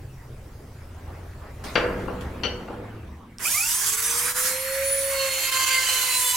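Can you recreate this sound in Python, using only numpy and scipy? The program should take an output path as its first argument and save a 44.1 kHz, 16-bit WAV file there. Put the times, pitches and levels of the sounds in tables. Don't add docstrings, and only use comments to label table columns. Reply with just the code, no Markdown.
import sys
import numpy as np
from scipy import signal
from scipy.io import wavfile
from scipy.ndimage import uniform_filter1d

SR = 44100
rng = np.random.default_rng(int(sys.argv[2]) if len(sys.argv) > 2 else 0)


def master(y):
    cut = np.clip(np.atleast_2d(y).T, -1, 1)
    pcm = np.round(cut * 32767)
    wavfile.write(sys.argv[1], SR, pcm.astype(np.int16))


N = 280476
FRAME, HOP = 1024, 256
STEP = 16
EDGE_HZ = 16000
KICK_S, ON_S = 3.379, 3.388
TOP_HZ = 547

# (frequency [Hz], share of common signal [0-1])
SAME = [(140, 1.), (300, 0.96), (600, 0.68), (1500, 0.62), (5000, 0.34), (12000, 0.59)]
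# (time [s], strike level [dB], grit level [dB])
CONTACT = [(5.11, -48.5, -25), (5.21, -39.5, -26), (5.3, -44.5, -30.5), (5.49, -39, -27.5),
           (5.57, -39, -25), (5.8, -39.5, -27), (6.1, -37.5, -27), (6.21, -42.5, -31.5),
           (6.36, -42.5, -38.5)]


def gain_of(db):
    return 10 ** (np.asarray(db) / 20)


def evened(x):
    return x / np.sqrt(np.mean(x ** 2) + 1e-20)


def read(points, hz):
    f, value = np.transpose(points)
    return np.interp(np.log(hz + 1), np.log(f + 1), value, left=value[0], right=value[-1])


def columns(rows):
    s, *rest = np.transpose(rows)
    return [np.interp(np.arange(N) / SR, s, c) for c in rest]


def add(mix, s, sound):
    part = mix[..., round(s * SR):][..., :sound.shape[-1]]
    part += sound[..., :part.shape[-1]]


def wander(per_s, count=1, size=N, step=1):
    points = rng.standard_normal((count, int(size / SR * per_s) + 2))
    at = np.arange(0, size, step) / SR * per_s
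    joined = np.array([np.interp(at, np.arange(len(p)), p) for p in points])
    return joined * np.sqrt(1.5)


def noise(shape_db, patchy_db, size=N):
    frames, hz = size // HOP + 5, np.fft.rfftfreq(FRAME, 1 / SR)[:, None]
    a, b, c, d, patches = rng.standard_normal((frames, len(hz), 5)).T
    patches = uniform_filter1d(patches, size=12, axis=0)
    patches = evened(uniform_filter1d(patches, size=10, axis=1))
    same = np.clip(read(SAME, hz), 0, 1)
    left = a + 1j * b
    right = same * left + np.sqrt(1 - same ** 2) * (c + 1j * d)
    colour = gain_of(shape_db(hz))
    colour = colour / np.linalg.norm(colour, axis=0) * gain_of(patchy_db * patches)
    sound = signal.istft(colour * np.array([left, right]), nperseg=FRAME, noverlap=FRAME - HOP)[1]
    return np.pad(evened(sound[:, :size]), [(0, 0), (N - size, 0)])


def steep(points):
    return lambda hz: read(points, hz) - 60 * ((hz < points[0][0]) | (hz > points[-1][0]))


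def by_frame(curve, size):
    return np.pad(curve[-size::HOP], (0, 5), "edge")[:size // HOP + 5]


def room(x):
    # (frequency [Hz], time to fall 60 dB [s])
    shop_decay = [(200, 4.14), (530, 0.75), (1400, 0.92), (3700, 0.28), (9700, 0.69)]
    taps = np.zeros((2, 2 * SR))
    at = np.arange(400, 2 * SR - 20, 20) + rng.integers(0, 20, (2, (2 * SR - 401) // 20))
    np.put_along_axis(taps, at, rng.choice([-1., 1.], at.shape), 1)
    hz, t, z = signal.stft(taps, SR, nperseg=512)
    same = np.clip(read(SAME, hz), 0, 1)[:, None]
    z[1] = same * z[0] + np.sqrt(1 - same ** 2) * z[1]
    fade = gain_of(-60 * t / read(shop_decay, hz)[:, None])
    tail = signal.istft(z * fade, SR, nperseg=512)[1]
    return signal.fftconvolve(x[None], tail / np.linalg.norm(tail[0]), axes=1)[:, :N]


def ring(modes):
    t = np.arange(SR // 2) / SR
    flutter_db = 6.5 * wander(240, count=len(modes), size=len(t)) * np.minimum(t / .012, 1)
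    x = np.zeros(len(t))
    for flutter, (hz, db, t60) in zip(gain_of(flutter_db), modes):
        x += flutter * gain_of(db - 60 * t / t60) * np.sin(2 * np.pi * hz * t)
    return x / abs(x).max()


def outside():
    # (time [s], swell [dB])
    swell_curve = [(0, 1.5), (.95, 1.5), (1.5, 2), (1.9, 7.5), (2.6, 1.5), (3.17, -3), (3.25, -5.5),
                   (6.36, -7.5)]
    # (frequency [Hz], relative density [dB])
    rumble_shape = [(26, -20), (36, 0.5), (55, -3), (78, 12), (98, -13), (122, 4), (160, -41.5),
                    (200, -10.5), (300, -23.5)]
    traffic_shape = [(150, -6), (320, 3), (1100, -4.5), (2000, -10), (5000, -29)]
    hiss_shape = [(1500, -12), (5000, -3.5), (16300, -10)]
    # (centre [s], level [dB], half length to 1/e [s])
    gusts = [(1.14, -52, 0.16), (1.46, -48.5, 0.054), (2.555, -46.5, 0.45)]
    t, swell = np.arange(N) / SR, columns(swell_curve)[0]
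    rumble = gain_of(-43.5 + 1.14 * swell)
    traffic = gain_of(-54.5 + 2.5 * swell)
    hiss = gain_of(-62 + swell)
    traffic = traffic + sum(gain_of(db) * np.exp(-((t - s) / half) ** 2) for s, db, half in gusts)
    out = rumble * noise(steep(rumble_shape), patchy_db=0.5)
    out += traffic * noise(steep(traffic_shape), patchy_db=2.5)
    return out + hiss * noise(steep(hiss_shape), patchy_db=2.5)


def hums():
    # (start [s], end [s], frequency [Hz], level [dB])
    hum_rows = [(0, 0.47, 126.4, -47), (0.798, 1.687, 83.4, -43.5), (1.8, 2.305, 189.4, -44),
                (2.198, 2.583, 70, -38.5), (2.722, 3.094, 107.1, -43), (2.996, 3.207, 72.2, -42.5),
                (4.721, 5.24, 67, -48.5)]
    out = np.zeros(N)
    for (start, end, hz, db), w in zip(hum_rows, wander(9.3, count=len(hum_rows))):
        w = w[round(start * SR):round(end * SR)]
        turn = 2 * np.pi * np.cumsum(hz + 1.7 * w) / SR
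        fade = signal.windows.tukey(len(w), .3)
        add(out, start, np.sqrt(2) * gain_of(db + 2. * w) * np.sin(turn) * fade)
    return out


def washes():
    # (onset [s], level [dB], treble corner [Hz], time to fall 60 dB [s])
    wash_rows = [(1.639, -34, 9050, 0.74), (2.209, -39, 9300, 0.16), (2.678, -44.5, 1820, 4.5)]
    t, (starts, _, tops, _) = np.arange(N) / SR, np.transpose(wash_rows)
    frame_s = (np.arange(N // HOP + 5) + 1) * HOP / SR
    top_hz = tops[np.maximum(np.searchsorted(starts, frame_s) - 1, 0)]

    def shape_db(hz):
        treble_db = -10 * np.log10(1 + (hz / top_hz) ** 4)
        return treble_db - 4.35 * np.log2(hz / 500 + 1) - 30 * (hz < 200)

    level = sum(gain_of(db - 60 * np.maximum(t - s, 0) / t60) * (t >= s) for s, db, _, t60 in wash_rows)
    return noise(shape_db, patchy_db=4.5) * level


def vise():
    # (time [s], level [dB], share of handle ring [0-1], left over right [dB], top of crack [Hz])
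    knocks = [(1.754, -10, 0, 6.5, 3000), (1.838, -17, 0, 2, 1200), (2.079, -21.5, 0, 8.5, 1200),
              (2.4348, -16.5, 1, 11, 3640), (2.45, -21, 0, 8, 800), (2.682, -24, 0, 3, 1100)]
    # (frequency [Hz], relative level [dB], time to fall 60 dB [s])
    jaw_modes = [(350, -4, .12), (490, 3, .13), (1230, -6, .07), (1400, 0, .09), (2780, -6, .08),
                 (4650, 5, .035), (5700, -3, .025)]
    handle_modes = [(380, -6, .1), (2790, -1, .2), (2960, 1, .22), (3090, -1, .22), (4380, -4, .08),
                    (4460, -6, .3), (5865, -9, .13)]
    near, far, t = np.zeros((2, N)), np.zeros(N), np.arange(SR // 2) / SR
    jaws, handle = ring(jaw_modes), ring(handle_modes)
    for s, db, share, pan_db, top_hz in knocks:
        dull = signal.butter(4, [150, top_hz], "bandpass", fs=SR, output="sos")
        ping = signal.butter(4, [150, 2.2 * top_hz], "bandpass", fs=SR, output="sos")
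        share = np.clip(share, 0, 1)
        crack = signal.sosfilt(dull, rng.standard_normal(len(t))) * np.exp(-t / 0.025)
        body = (1 - share) * signal.sosfilt(ping, jaws) + share * handle
        onset = 1 - np.exp(-t / (0.0013 - .0011 * share))
        blow = gain_of(db) * (body + (1.3 - .6 * share) * crack) * onset
        add(near, s, blow * gain_of([[pan_db / 2], [-pan_db / 2]]))
        add(far, s, blow)
    return near + gain_of(-1.5) * room(far)


def handling():
    # (time [s], pressure [0-1])
    load = [(5.11, 0), (5.3, .265), (5.52, .44), (5.72, .46), (6.0, .63), (6.2, .83), (6.3, .97), (6.36, 1)]
    free_hz, sag_hz = 642, 50.5
    quick_s, slow_s, quick_share = .157, 1.246, .52
    t = np.arange(N) / SR
    since, pressure = np.maximum(t - KICK_S, 0), columns(load)[0]
    lag = quick_share * np.exp(-since / quick_s) + (1 - quick_share) * np.exp(-since / slow_s)
    free = free_hz * (1 - lag)
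    speed = -2 * np.logaddexp(-free / 2, -TOP_HZ / 2) - sag_hz * pressure
    near = np.interp(t, (4.505, 4.58), (1, 0))
    strain = np.exp(-since / 0.24)
    return np.maximum(speed, 0), np.array([1 + 0 * t, near, strain, pressure])


def switch_click():
    # (frequency [Hz], relative level [dB], time to fall 60 dB [s])
    switch_modes = [(5470, -3, 0.0047), (8180, -11, 0.0096)]
    click = np.zeros(N)
    add(click, 3.3845, gain_of(-23.0) * ring(switch_modes))
    return click


def rushing_air(controls, size):
    # (frequency [Hz], relative density [dB])
    air_shape = [(300, -34), (900, -73), (2000, -15.5), (4000, -9), (6000, -6.5), (11000, -4.5),
                 (16200, -13.5)]
    hollow_hz, hollow_half_hz, hollow_db = 4070, 410, -15
    strain = by_frame(controls[2], size)

    def shape_db(hz):
        notch = np.exp(-((hz - hollow_hz) / hollow_half_hz) ** 2)
        return steep(air_shape)(hz) + hollow_db * np.sqrt(strain) * notch

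    level_db = (-34.5, 7, 5.5, 8) @ controls + 1.4 * wander(36)[0]
    return gain_of(level_db) * noise(shape_db, patchy_db=2.2, size=size)


def shell_buzz(controls, size):
    near_hz, far_hz = 1540, 2030
    centre = by_frame(far_hz + (near_hz - far_hz) * controls[1], size)

    def shape_db(hz):
        return -10 * np.log10(1 + ((hz - centre) / 450) ** 2) - 7.3 * (hz < 900)

    since = np.maximum(np.arange(N) / SR - ON_S, 0)
    growl = gain_of(-16) * np.exp(-since / 0.025)
    level = gain_of((-35, 3.5, -39, -5) @ controls) + growl
    return level * noise(shape_db, patchy_db=2.5, size=size)


def housing(hz):
    # (frequency [Hz], width [Hz], gain [dB])
    shell = [(1300, 340, 11), (2400, 400, 21)]
    power = sum(gain_of(db) ** 2 / (1 + (2 * (hz - f) / width) ** 2) ** 2 for f, width, db in shell)
    return 10 * np.log10(1 + power)


def chance(per_s, count):
    return wander(per_s, count=count, size=N - round(ON_S * SR), step=STEP)


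def unbalance(speed, pressure):
    body_hz, body_width_hz, body_db = 544, 26, 8
    touch = np.clip((pressure - .2) / 0.25, 0, 1)
    peak_db = body_db / (1 + (2 * (speed - body_hz) / body_width_hz) ** 2)
    damped_db = touch * (11 + 3.9 * chance(21.28, count=1)[0])
    return -36 - 0.135 * (TOP_HZ - speed) + peak_db - damped_db


def shaft_lines(t, speed, controls):
    # (multiple of shaft rate, idle [dB], added near [dB], by strain [dB], by pressure [dB])
    motor_tones = [(4.35, -66, 12, 0, 0), (8, -46, -2, 1, 5), (16, -56, 10, 16, 12), (18, -41, -2, -12, -4),
                   (22, -44, 0, -4, 2), (24, -55, 15, 0, 7)]
    # (multiple of shaft rate, level against the comb [dB])
    bearing_whines = [(2.6, -3), (10.4, -1), (14.25, 5), (17.7, 5), (20.45, 5)]
    # (multiple of shaft rate, level [dB])
    turn_pattern = [(2, -0.5), (3, -5.5), (4, -1.5), (6, -2), (12, -2.5), (13, 2), (17, 3.5)]
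    bundle, bundle_db = (28.2, 30.8, 34.3, 35.4, 37.5), (-66, 11, 25, 0)
    strikes_db = columns(CONTACT)[0][round(ON_S * SR)::STEP]
    strike_db = np.where(t < CONTACT[0][0], -64.5, strikes_db)
    comb_db = (-55, 11, -6, 12) @ controls

    lines = [(1, unbalance(speed, controls[3]))]
    rows = motor_tones + [(k, *bundle_db) for k in bundle]
    for (k, *levels), w in zip(rows, chance(14, count=len(rows))):
        lines.append((k, levels @ controls + 3 * w))
    for (k, db), w in zip(bearing_whines, chance(10.0, count=len(bearing_whines))):
        lines.append((k, comb_db + db - 12 * controls[3] + 0.56 * w))
    pattern = {round(k): db for k, db in turn_pattern}
    for k, w in zip(range(2, 30), chance(9, count=28)):
        base_db = strike_db if k < 10 else comb_db
        lines.append((k, base_db + pattern.get(k, -6.) + 3.8 * w))
    return lines


def whine(speed, controls):
    radiates_hz, radiates_db = 6000, 14
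    on = round(ON_S * SR)
    fine = np.arange(on, N) / SR
    unsteady = 1 + 0.00049 * wander(59.46, size=N - on)[0]
    angle = 2 * np.pi * np.cumsum(speed[on:] * unsteady) / SR
    t, speed, controls = fine[::STEP], speed[on::STEP], controls[:, on::STEP]
    lines = shaft_lines(t, speed, controls)
    rough = (.25, 0, 1.2, .55) @ controls
    catch_db = -60 * np.exp(-(t - ON_S) / .045)
    shaking = np.clip((420 - speed) / 60, 0, 1)
    tones = np.zeros((2, N))
    draws = rng.random((len(lines), 2))
    for (k, db), (start, lag), fast in zip(lines, draws, chance(170, count=len(lines))):
        turn, hz = k * angle + 2 * np.pi * start, k * speed
        apart = np.cos(np.pi * lag) * min(0.16 + k / 4, 1.)
        weak_db = (k > 9) * radiates_db * np.log2(np.clip(hz / radiates_hz, .05, 1))
        size = gain_of(db + housing(hz) * shaking + weak_db + (k > 20) * catch_db)
        size = size * (hz < EDGE_HZ) * (1 + min(k / 4, 1) * rough * fast)
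        tones[:, on:] += np.sqrt(2) * np.interp(fine, t, size) * np.sin([turn, turn + apart])
    return tones + singing(angle)


def singing(angle):
    # (start [s], end [s], level [dB], multiples of the shaft rate ..)
    songs = [(3.48, 3.64, -37, 24.4, 34.5), (3.62, 3.81, -35, 16, 21.1, 24),
             (3.78, 3.97, -37, 15, 17, 17.7, 24), (4.02, 4.3, -35, 13, 17.7, 20.45, 24),
             (4.83, 5.16, -29, 18), (5.13, 5.7, -38, 8, 18), (5.53, 5.87, -31, 4), (5.5, 5.8, -36, 3, 5),
             (5.5, 5.9, -38, 9, 13), (5.84, 6.1, -35, 5.8, 8), (6.09, 6.2, -30, 8),
             (6.13, 6.4, -36, 13, 15, 17, 20), (6.2, 6.4, -35, 6, 7, 21, 25)]
    out, on = np.zeros((2, N)), N - len(angle)
    for start, end, db, *times in songs:
        part = angle[round(start * SR) - on:round(end * SR) - on]
        fade = signal.windows.tukey(len(part), .3)
        slow = wander(20, count=len(times), size=len(part))
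        for k, w, (start_turn, lag) in zip(times, slow, rng.random((len(times), 2))):
            w = w + 1.3 * wander(110, size=len(part))[0]
            turn = k * part + 2 * np.pi * start_turn
            swell = np.sqrt(2) * gain_of(db) * evened(gain_of(2.8 * w)) * fade
            add(out, start, swell * np.sin([turn, turn + np.cos(np.pi * lag)]))
    return out


def grit(touching, size):
    # (frequency [Hz], relative density [dB])
    grit_shape = [(300, -16), (900, -10.5), (2050, -0.5), (2500, 1), (3000, 4), (3600, -12), (4150, 1),
                  (5300, -8.5), (6800, 1.5), (9000, -8), (16200, -15)]
    level = gain_of(columns(CONTACT)[1]) * touching
    return level * noise(steep(grit_shape), patchy_db=3.0, size=size)


def tool():
    # (time [s], depth [dB])
    skips = [(3.855, 3.5), (3.914, 4.5), (3.966, 4.5), (4.016, 6), (5.301, 3.5), (5.51, 7.5), (5.584, 4),
             (5.657, 5), (5.702, 4)]
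    t, (speed, controls) = np.arange(N) / SR, handling()
    size = N - round(KICK_S * SR)
    touching = np.clip((t - 5.05) / 0.34, 0, 1)
    sound = whine(speed, controls) + rushing_air(controls, size)
    sound += shell_buzz(controls, size) + grit(touching, size)
    dip = 1 - 0.74 * np.exp(-((t - 4.338) / 0.022) ** 2)
    skips_db = sum(db * np.exp(-((t - s) / 0.0067) ** 2) for s, db in skips)
    bounce_db = 0.61 * touching * wander(36)[0]
    running = np.clip((t - ON_S) / 0.093, 0, 1) * dip * gain_of(bounce_db - skips_db)
    direct = sound * running + switch_click()
    return direct * gain_of([[-1.7], [1.5]]) + gain_of(-11.5) * room(direct.mean(0))


def scene():
    return outside() + hums() + washes() + vise() + tool()


def record(dry):
    lowpass = signal.firwin(511, EDGE_HZ, window=("kaiser", 9), fs=SR)
    return signal.oaconvolve(dry, lowpass[None], "same")


dry = scene()
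out = record(dry)
master(out)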